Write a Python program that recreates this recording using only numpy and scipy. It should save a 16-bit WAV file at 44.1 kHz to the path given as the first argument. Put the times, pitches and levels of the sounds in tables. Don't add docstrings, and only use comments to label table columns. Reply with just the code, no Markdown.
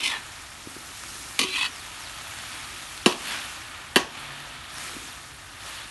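import sys
import numpy as np
from scipy import signal
from scipy.io import wavfile

SR = 44100
rng = np.random.default_rng(int(sys.argv[2]) if len(sys.argv) > 2 else 0)


def waveform_to_disk(signal):
    frames = np.transpose(np.atleast_2d(signal))
    scaled = np.clip(frames, -1, 1) * 32767
    samples = np.round(scaled).astype(np.int16)
    wavfile.write(sys.argv[1], SR, samples)


def magnitude_from_level(level_db):
    exponent = np.asarray(level_db, float) / 20
    return 10 ** exponent


N = 260190

# hz, level_db (per Hz)
RUMBLE_SPECTRUM = [(15, -38), (25, -9), (48, 3), (109, 0.5), (144, -5), (189, -7), (237, 0), (301, 0.5),
                   (487, -9), (667, 0), (900, -4), (1170, -34), (1980, -120)]


def rms_one(x):
    return x / np.sqrt(np.mean(x ** 2) + 1e-20)


def in_time(rows):
    s, *columns = np.transpose(rows)
    return [np.interp(np.arange(N) / SR, s, column) for column in columns]


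def band(x, low, high):
    return signal.sosfilt(signal.butter(2, [low, min(high, .45 * SR)], "band", fs=SR, output="sos"), x)


def high_pass(x, order, hz):
    return signal.sosfilt(signal.butter(order, hz, "high", fs=SR, output="sos"), x)


def drift(rate_hz):
    r = np.exp(-80 * np.pi * rate_hz / SR)
    slow = signal.lfilter([1], [1, -2 * r, r * r], rng.standard_normal(N // 40 + 2002))[2000:]
    return np.interp(np.arange(N) / 40, np.arange(len(slow)), rms_one(slow))


def bump(t, centre_s, half_length_s):
    return np.clip(1 - np.abs(t - centre_s) / (2 * half_length_s), 0, 1)


def ring(clicks, hz, t60_s):
    r = magnitude_from_level(-60 / (t60_s * SR))
    w = 2 * np.pi * hz / SR
    return signal.lfilter([0, np.sin(w)], [1, -2 * r * np.cos(w), r * r], clicks + 1e-18)


def short_rings(rows):
    out, t = np.zeros(N + 4000), np.arange(4000) / SR
    for s, db, hz, t60 in rows:
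        at = round(s * SR)
        onset = 1 - np.exp(-t * hz * 3)
        out[at:at + 4000] += magnitude_from_level(db - 60 * t / t60) * np.sin(2 * np.pi * hz * t) * onset
    return out[:N]


def grains(per_s, spread_db):
    sizes_db = spread_db * np.minimum(rng.exponential(1, N), 5)
    sizes = magnitude_from_level(sizes_db) * rng.choice([-1, 1], N)
    return rms_one(sizes * (rng.random(N) < per_s / SR))


def coloured(sources, spectrum, low, high, patchy_db):
    edges = np.geomspace(low, high, round(3 * np.log2(high / low)) + 1)
    hz, db = np.transpose(spectrum)
    out = 0
    for k, (a, b) in enumerate(zip(edges, edges[1:])):
        level_db = np.interp(np.log(a * b) / 2, np.log(hz), db)
        out = out + magnitude_from_level(level_db + patchy_db * drift(20.0)) * band(sources[k % len(sources)], a, b)
    return rms_one(out)


def frying():
    # hz, level_db (per Hz)
    fry_spectrum = [(260, -44), (450, -1.5), (611, -9.5), (674, -5), (1010, -3.5), (1370, -1.5), (1510, 0),
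                    (1810, -3), (3240, -4), (4920, -7), (11200, -10), (12000, -38), (12500, -30),
                    (16200, -60), (22000, -120)]
    # time_s, vigour_db, bare_db (how far bare pan is uncovered)
    sizzle = [(0.0, -43.5, -3), (.55, -47.5, -0.5), (1.17, -44.5, 3), (1.75, -44, -2), (2.55, -41, -2.5),
              (3.17, -45, 0.5), (3.28, -34, -5.5), (3.53, -43, -0.5), (3.75, -43, -5.5), (4.09, -48.5, -3),
              (4.18, -40, -7), (4.67, -45.5, -5), (4.81, -39.5, -0.5), (5.34, -48.5, -1),
              (5.56, -47.5, -3.5), (5.68, -41, -2), (5.8, -40.5, -5.5), (5.9, -47, -2)]
    # time_s, more_sliding_db
    shoves = [
        (.04, 10),
        (.76, 3.5),
        (1.2, 5),
        (1.58, 7),
        (3.28, 5.5),
        (4.13, 4.5),
        (4.93, 6),
    ]
    snaps = grains(400, spread_db=3.5)
    surge = magnitude_from_level(0.17 * drift(1.07))

    def burst(share):
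        return [rng.standard_normal(N) + share * grains(3000, spread_db=4.5) + 0.39 * snaps for _ in "ab"]

    crackle_db, bare_db = in_time(sizzle)
    vigour_db = crackle_db + 44
    t = np.arange(N) / SR
    shove_db = sum(db * bump(t, s, 0.11) for s, db in shoves)

    wet = coloured(burst(1.0), fry_spectrum, 533, 1948, patchy_db=0.18)
    wet = magnitude_from_level(-45.5 + 0.66 * vigour_db - 0.22 * bare_db) * wet
    bowl_hz, stirred_hz, width_hz = 1253, 1827, 185
    wet = wet + magnitude_from_level(-9) * band(wet, bowl_hz - width_hz / 2, bowl_hz + width_hz / 2)
    stirred = band(wet, stirred_hz - width_hz, stirred_hz + width_hz)
    wet = wet + magnitude_from_level(-15 + 1.1 * vigour_db) * stirred

    crackle = magnitude_from_level(crackle_db) * coloured(burst(0.72), fry_spectrum, 2070, 4650, patchy_db=1.0)
    crackle = crackle + (magnitude_from_level(0.39 * bare_db) - 1) * band(crackle, 3320, 6640)
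    fizz = coloured(burst(0.55), fry_spectrum, 4840, 12060, patchy_db=1.06)
    fizz = magnitude_from_level(-44 + 0.97 * vigour_db + bare_db) * fizz

    slide = coloured(burst(1.0), RUMBLE_SPECTRUM, 176.0, 554, patchy_db=1.0)
    slide = magnitude_from_level(-57 + 0.46 * vigour_db + shove_db) * slide
    return surge * (wet + crackle + fizz + slide)


def spits():
    # start_s, peak_db, pitch_hz
    pops = [(0.264, -26, 1290), (0.4244, -30, 2230), (1.037, -19.5, 1330), (1.31, -24, 1170),
            (1.761, -19, 2200), (2.0971, -20, 1830), (2.3103, -25, 1420), (2.3373, -22, 1420),
            (2.3883, -18, 1630), (2.977, -16, 4150), (4.7836, -15.5, 1750), (4.828, -31, 1350),
            (4.895, -22, 1200), (4.915, -24, 2680)]
    snaps = np.zeros(N)
    for s, db, hz in pops:
        snaps[round(s * SR)] = magnitude_from_level(db + 5.0)
    return short_rings([(s, db, hz, 6 / hz) for s, db, hz in pops]) + band(snaps, 1500, 9000)


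def blows():
    # pitch_hz, t60_s, right_wall_db, left_wall_db, far_wall_db
    struck_modes = [(193, 0.041, -15.5, -3, -17), (270, 0.048, -11.5, -9, -1), (300, 0.056, -13, -24, -12),
                    (364, 0.041, -11, 1, 0), (375, 0.21, -11, -24, -28), (476, 0.033, -19, -14, -7),
                    (688, 0.045, -39, -14.5, -23), (974, 0.14, -23.5, -19, -22), (1110, 0.26, -19.5, -20, -15),
                    (1207, 0.047, -14.5, -16, -24), (1627, 0.032, -34, -13, -5), (1868, 0.11, -30, -18, -9.5),
                    (2046, 0.044, -11, -20, -16), (2420, 0.043, -5.5, -7.5, -17),
                    (2720, 0.056, -18, -4.5, -12), (2695, 0.018, -10, 1, -2.5),
                     (3014, 0.014, -2.5, 2.5, 4.5), (3065, 0.035, -6, -26, -2),
                     (3204, 0.017, -15, -16, -10), (3490, 0.029, -11.5, -20, -28),
                     (3894, 0.023, -5.5, -6, -17), (4530, 0.039, -11, -11.5, -9.5),
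                     (5320, 0.03, -21, -12.5, -36), (6200, 0.043, -15, -22, -22),
                     (7010, 0.063, -24, -20, -25), (8900, 0.015, -11, -12, -10.5),
                     (9620, 0.025, -13, -12, -24), (11500, 0.013, -20, -30, -12)]
    # low_hz, high_hz, t60_s, right_wall_db, left_wall_db, far_wall_db
    tails = [(215, 500, 0.34, -52, -28, -28), (650, 1190, 0.36, -43, -25.5, -27.5),
             (1540, 1960, 0.32, -40, -36, -28.5), (2430, 3320, 0.39, -25, -28, -29.5),
             (3460, 4660, 0.25, -26, -28, -29.5), (4900, 6700, 0.29, -31.5, -31.5, -31.5),
             (7500, 12000, 0.21, -29.5, -30.5, -32.5)]
    # start_s, ring_db, thud_db, crack_db
    right_wall = [
        (1.379, -48, -64, -45),
        (1.391, -10.5, -15, -12),
        (1.395, -28, -16, -13.5),
        (1.410, -32, -17, -36),
        (1.414, -14, -14, -26),
        (1.431, -17, -20.5, -38),
        (1.437, -16.5, -14.5, -29),
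        (1.485, -28, -28, -46),
    ]
    left_wall = [
        (3.06, -7, -15, -17),
        (3.0626, -37, -6.5, -9),
        (3.0668, -21, -16, -18),
        (3.0764, -27, -22.5, -40),
        (3.083, -38, -39, -43),
        (3.113, -29, -32, -46),
        (3.124, -26, -33, -50),
        (3.202, -50, -42.5, -41),
    ]
    far_wall = [
        (3.9593, -5.5, -31, -7.5),
        (3.9634, -8, -10, -26),
        (3.9685, -11, -19.5, -12),
        (3.976, -33, -24, -44),
        (4.001, -28, -36, -47),
    ]
    wall_damping = [0.92, 0.98, 0.91]
    modes = struck_modes
    body, cracks, t = np.zeros(N), np.zeros(N), np.arange(SR // 2) / SR
    for wall, rows in enumerate([right_wall, left_wall, far_wall]):
        s, ring_db, thud_db, crack_db = np.transpose(rows)
        start = round(s[ring_db.argmax()] * SR) - 1000
        at = np.round(s * SR).astype(int) - start
        for i, db in zip(at, crack_db):
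            decay = magnitude_from_level(db - 60 * t[:1500] / 0.0092)
            cracks[start + i:start + i + 1500] += decay * rng.standard_normal(1500)
        scatter_db = rng.normal(0, 1.5, (len(modes), 12))
        for k, (hz, t60, *db) in enumerate(modes):
            strength_db = thud_db if hz < 800 else ring_db
            clicks = np.zeros(len(t))
            clicks[at] = magnitude_from_level(strength_db + scatter_db[k, :len(at)])
            sounding = ring(clicks, hz, t60 * wall_damping[wall])
            body[start:start + len(t)] += (-1) ** k * magnitude_from_level(db[wall]) * sounding
        for low, high, t60, *db in tails:
            noise = rms_one(band(rng.standard_normal(len(t)), low, high))
            decay = magnitude_from_level(db[wall] - 60 * t / t60) * np.clip(t / 0.0021, 0, 1)
            body[start + 1000:start + 1000 + len(t)] += decay * noise
    body = high_pass(body, 3, 155)
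    return body, band(cracks, 780, 11600)


def scraping():
    # full_pressure_s, rise_s, hold_s, fall_s, level_db (rise and fall span 20 dB)
    strokes = [
        (.044, 0.058, 0.033, 0.079, -24.5),
        (.115, 0.044, 0.047, 0.054, -36),
        (1.56, .13, 0.013, 0.0086, -26),
        (1.582, .02, 0.079, 0.026, -27),
        (3.322, 0.066, 0.015, 0.31, -36.5),
    ]
    # pitch_hz, width_hz, level_db
    blades = [
        [(1070, 57, -7), (2046, 35, 1), (2460, 190, -2), (3040, 110, 0), (3550, 84, -3.5), (3840, 67, -1.5),
         (4220, 360, -7), (5280, 140, -8.5), (6000, 360, -18)],
        [(974, 120, -4), (1746, 17, 2), (1870, 82, -2.5), (2500, 210, -4), (2840, 32, -9), (3360, 110, -3.5),
         (3960, 48, -7), (4140, 85, -10)],
        [(1100, 98, -3), (2010, 27, -6), (2320, 10, 2.5), (2520, 140, -0.5), (3050, 66, -8), (3240, 15, 1),
         (3420, 33, -7), (4040, 43, -0.5), (4620, 40, -4.5)],
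        [(1060, 53, -7), (1890, 56, -2), (2574, 30, 4.5), (3000, 73, 3), (3350, 66, -2), (3910, 44, -4),
         (4060, 35, -4), (4470, 120, -7)],
        [(1070, 600, -1), (1640, 750, 1), (2450, 470, 2), (3150, 580, 0), (4220, 970, -19)],
    ]
    low_modes_db = [-17.5, 1.5, -17.5, -8, 1]
    # time_s, louder_db
    catches = [
        (.006, 11.5),
        (.037, 4),
        (.062, 4.5),
        (.078, 1.5),
        (.102, 3.5),
        (0.121, 4.5),
        (1.566, 2),
        (1.632, 3),
        (1.657, 1.5),
    ]
    out = np.zeros(N)
    edge = grains(4000 * magnitude_from_level(2.0 * drift(60)), spread_db=2.8) + 0.5 * rng.standard_normal(N)
    length = SR * 3 // 4
    for grip, (full, rise, hold, fall, level_db) in enumerate(strokes):
        start = max(round(full * SR) - SR // 4, 0)
        slips = edge[grip * SR:][:length]
        t = (start + np.arange(length)) / SR - full
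        low, high = 0.28 * band(slips, 890, 1570), 0.48 * band(slips, 1960, 3930)
        for k, (hz, width_hz, db) in enumerate(blades[grip]):
            r = np.exp(-1.35 * np.pi * width_hz / SR)
            poles = [1, -2 * r * np.cos(2 * np.pi * hz / SR), r * r]
            mode = (-1) ** k * magnitude_from_level(db) * signal.lfilter([1 - r * r, 0, r * r - 1], poles, slips)
            mode = mode * magnitude_from_level(3 * np.interp(t / .03, np.arange(-10, 30), rng.standard_normal(40)))
            if hz < 2000:
                low = low + mode
            else:
                high = high + mode
        low, high, hiss = rms_one(low), rms_one(high), rms_one(band(slips, 4700, 10600))
        pressure_db = level_db - 20 * np.maximum(np.maximum(-t / rise, (t - hold) / fall), 0)
        pressure_db += sum(db * bump(t + full, s, 0.0039) for s, db in catches)
        low_db = low_modes_db[grip] + 43 * np.clip(t, 0, hold)
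        out[start:start + length] += magnitude_from_level(pressure_db) * (high + magnitude_from_level(low_db) * low + magnitude_from_level(-11) * hiss)
    return out


def handle_bumps():
    # start_s, level_db, pitch_hz, t60_s
    bumps = [
        (.672, -20.5, 300, 0.016),
        (.765, -23, 332, 0.016),
        (4.965, -24.5, 280, 0.031),
        (5.25, -50, 250, 0.028),
    ]
    return short_rings(bumps)


def shed(x):
    # low_hz, high_hz, t60_s, level_db
    shed_tail = [
        (300, 1600, 0.28, -27),
        (1350, 7000, 0.11, -23.5),
        (4940, 30000, 0.088, -41),
    ]
    t = np.arange(SR // 2) / SR
    echo = 0
    for low, high, t60, db in shed_tail:
        noise = rms_one(band(rng.standard_normal(len(t)), low, high))
        echo = echo + magnitude_from_level(db - 25.0 - 60 * t / t60) * noise
    return signal.fftconvolve(x, echo * np.clip(t / 0.0038, 0, 1))[:N]


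def bird():
    # start_s, length_s, first_hz, last_hz, level_db
    peeps = [
        (1.705, .125, 5900, 3100, -48.5),
        (2.0, .085, 6250, 3300, -44.5),
        (4.735, .055, 6200, 5000, -47.5),
        (5.07, .075, 6200, 2600, -45.5),
    ]
    out = 0
    for s, length, top_hz, end_hz, db in peeps:
        t = np.arange(N) / SR - s
        done = np.clip(t / length, 0, 1)
        hz = top_hz - (top_hz - end_hz) * done ** (14.5 * length)
        hz = hz * (1 + .02 * drift(200))
        fade = np.clip(np.minimum(t, length - t) / .007, 0, 1)
        level = magnitude_from_level(db - 6 * (1 - done) + 2 * drift(200))
        out = out + np.sqrt(2) * fade * level * np.sin(2 * np.pi * np.cumsum(hz) / SR)
    return out


def street():
    # pitch_hz, level_db
    engine = [
        (53.8, -62),
        (140.0, -60),
    ]
    # time_s, level_db
    engine_swell = [
        (3.6, -16),
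        (4.2, 3.5),
        (5.4, 0),
        (5.9, -26),
    ]
    rumble = coloured(rng.standard_normal((2, N)), RUMBLE_SPECTRUM, 29.0, 171.4, patchy_db=1.1)
    clock_s = np.cumsum(1 + 0.00996 * drift(1.69)) / SR
    orders = 0
    for hz, db in engine:
        orders = orders + np.sqrt(2) * magnitude_from_level(db + 2.9 * drift(2.2)) * np.sin(2 * np.pi * hz * clock_s)
    return magnitude_from_level(-53) * rumble + magnitude_from_level(in_time(engine_swell)[0]) * orders


def scene():
    body, cracks = blows()
    rubbing = scraping() + handle_bumps()
    mono = frying() + spits() + body + cracks + rubbing + shed(rubbing) + bird() + street()
    apart = magnitude_from_level(-22) * band(band(cracks, 4700, 10300), 4700, 10300)
    return np.stack([mono + apart, mono - apart])


def top_cut(x):
    return signal.sosfilt(signal.butter(12, 12050, fs=SR, output="sos"), x)


def record(dry):
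    rounded = high_pass(1.8 * np.tanh(dry / 1.8), 2, 35)
    low_pass = signal.cheby2(12, 60, 11940 * 1.095, fs=SR, output="sos")
    mix = signal.sosfilt(low_pass, rounded)
    return top_cut(mix)


dry = scene()
out = record(dry)
waveform_to_disk(out)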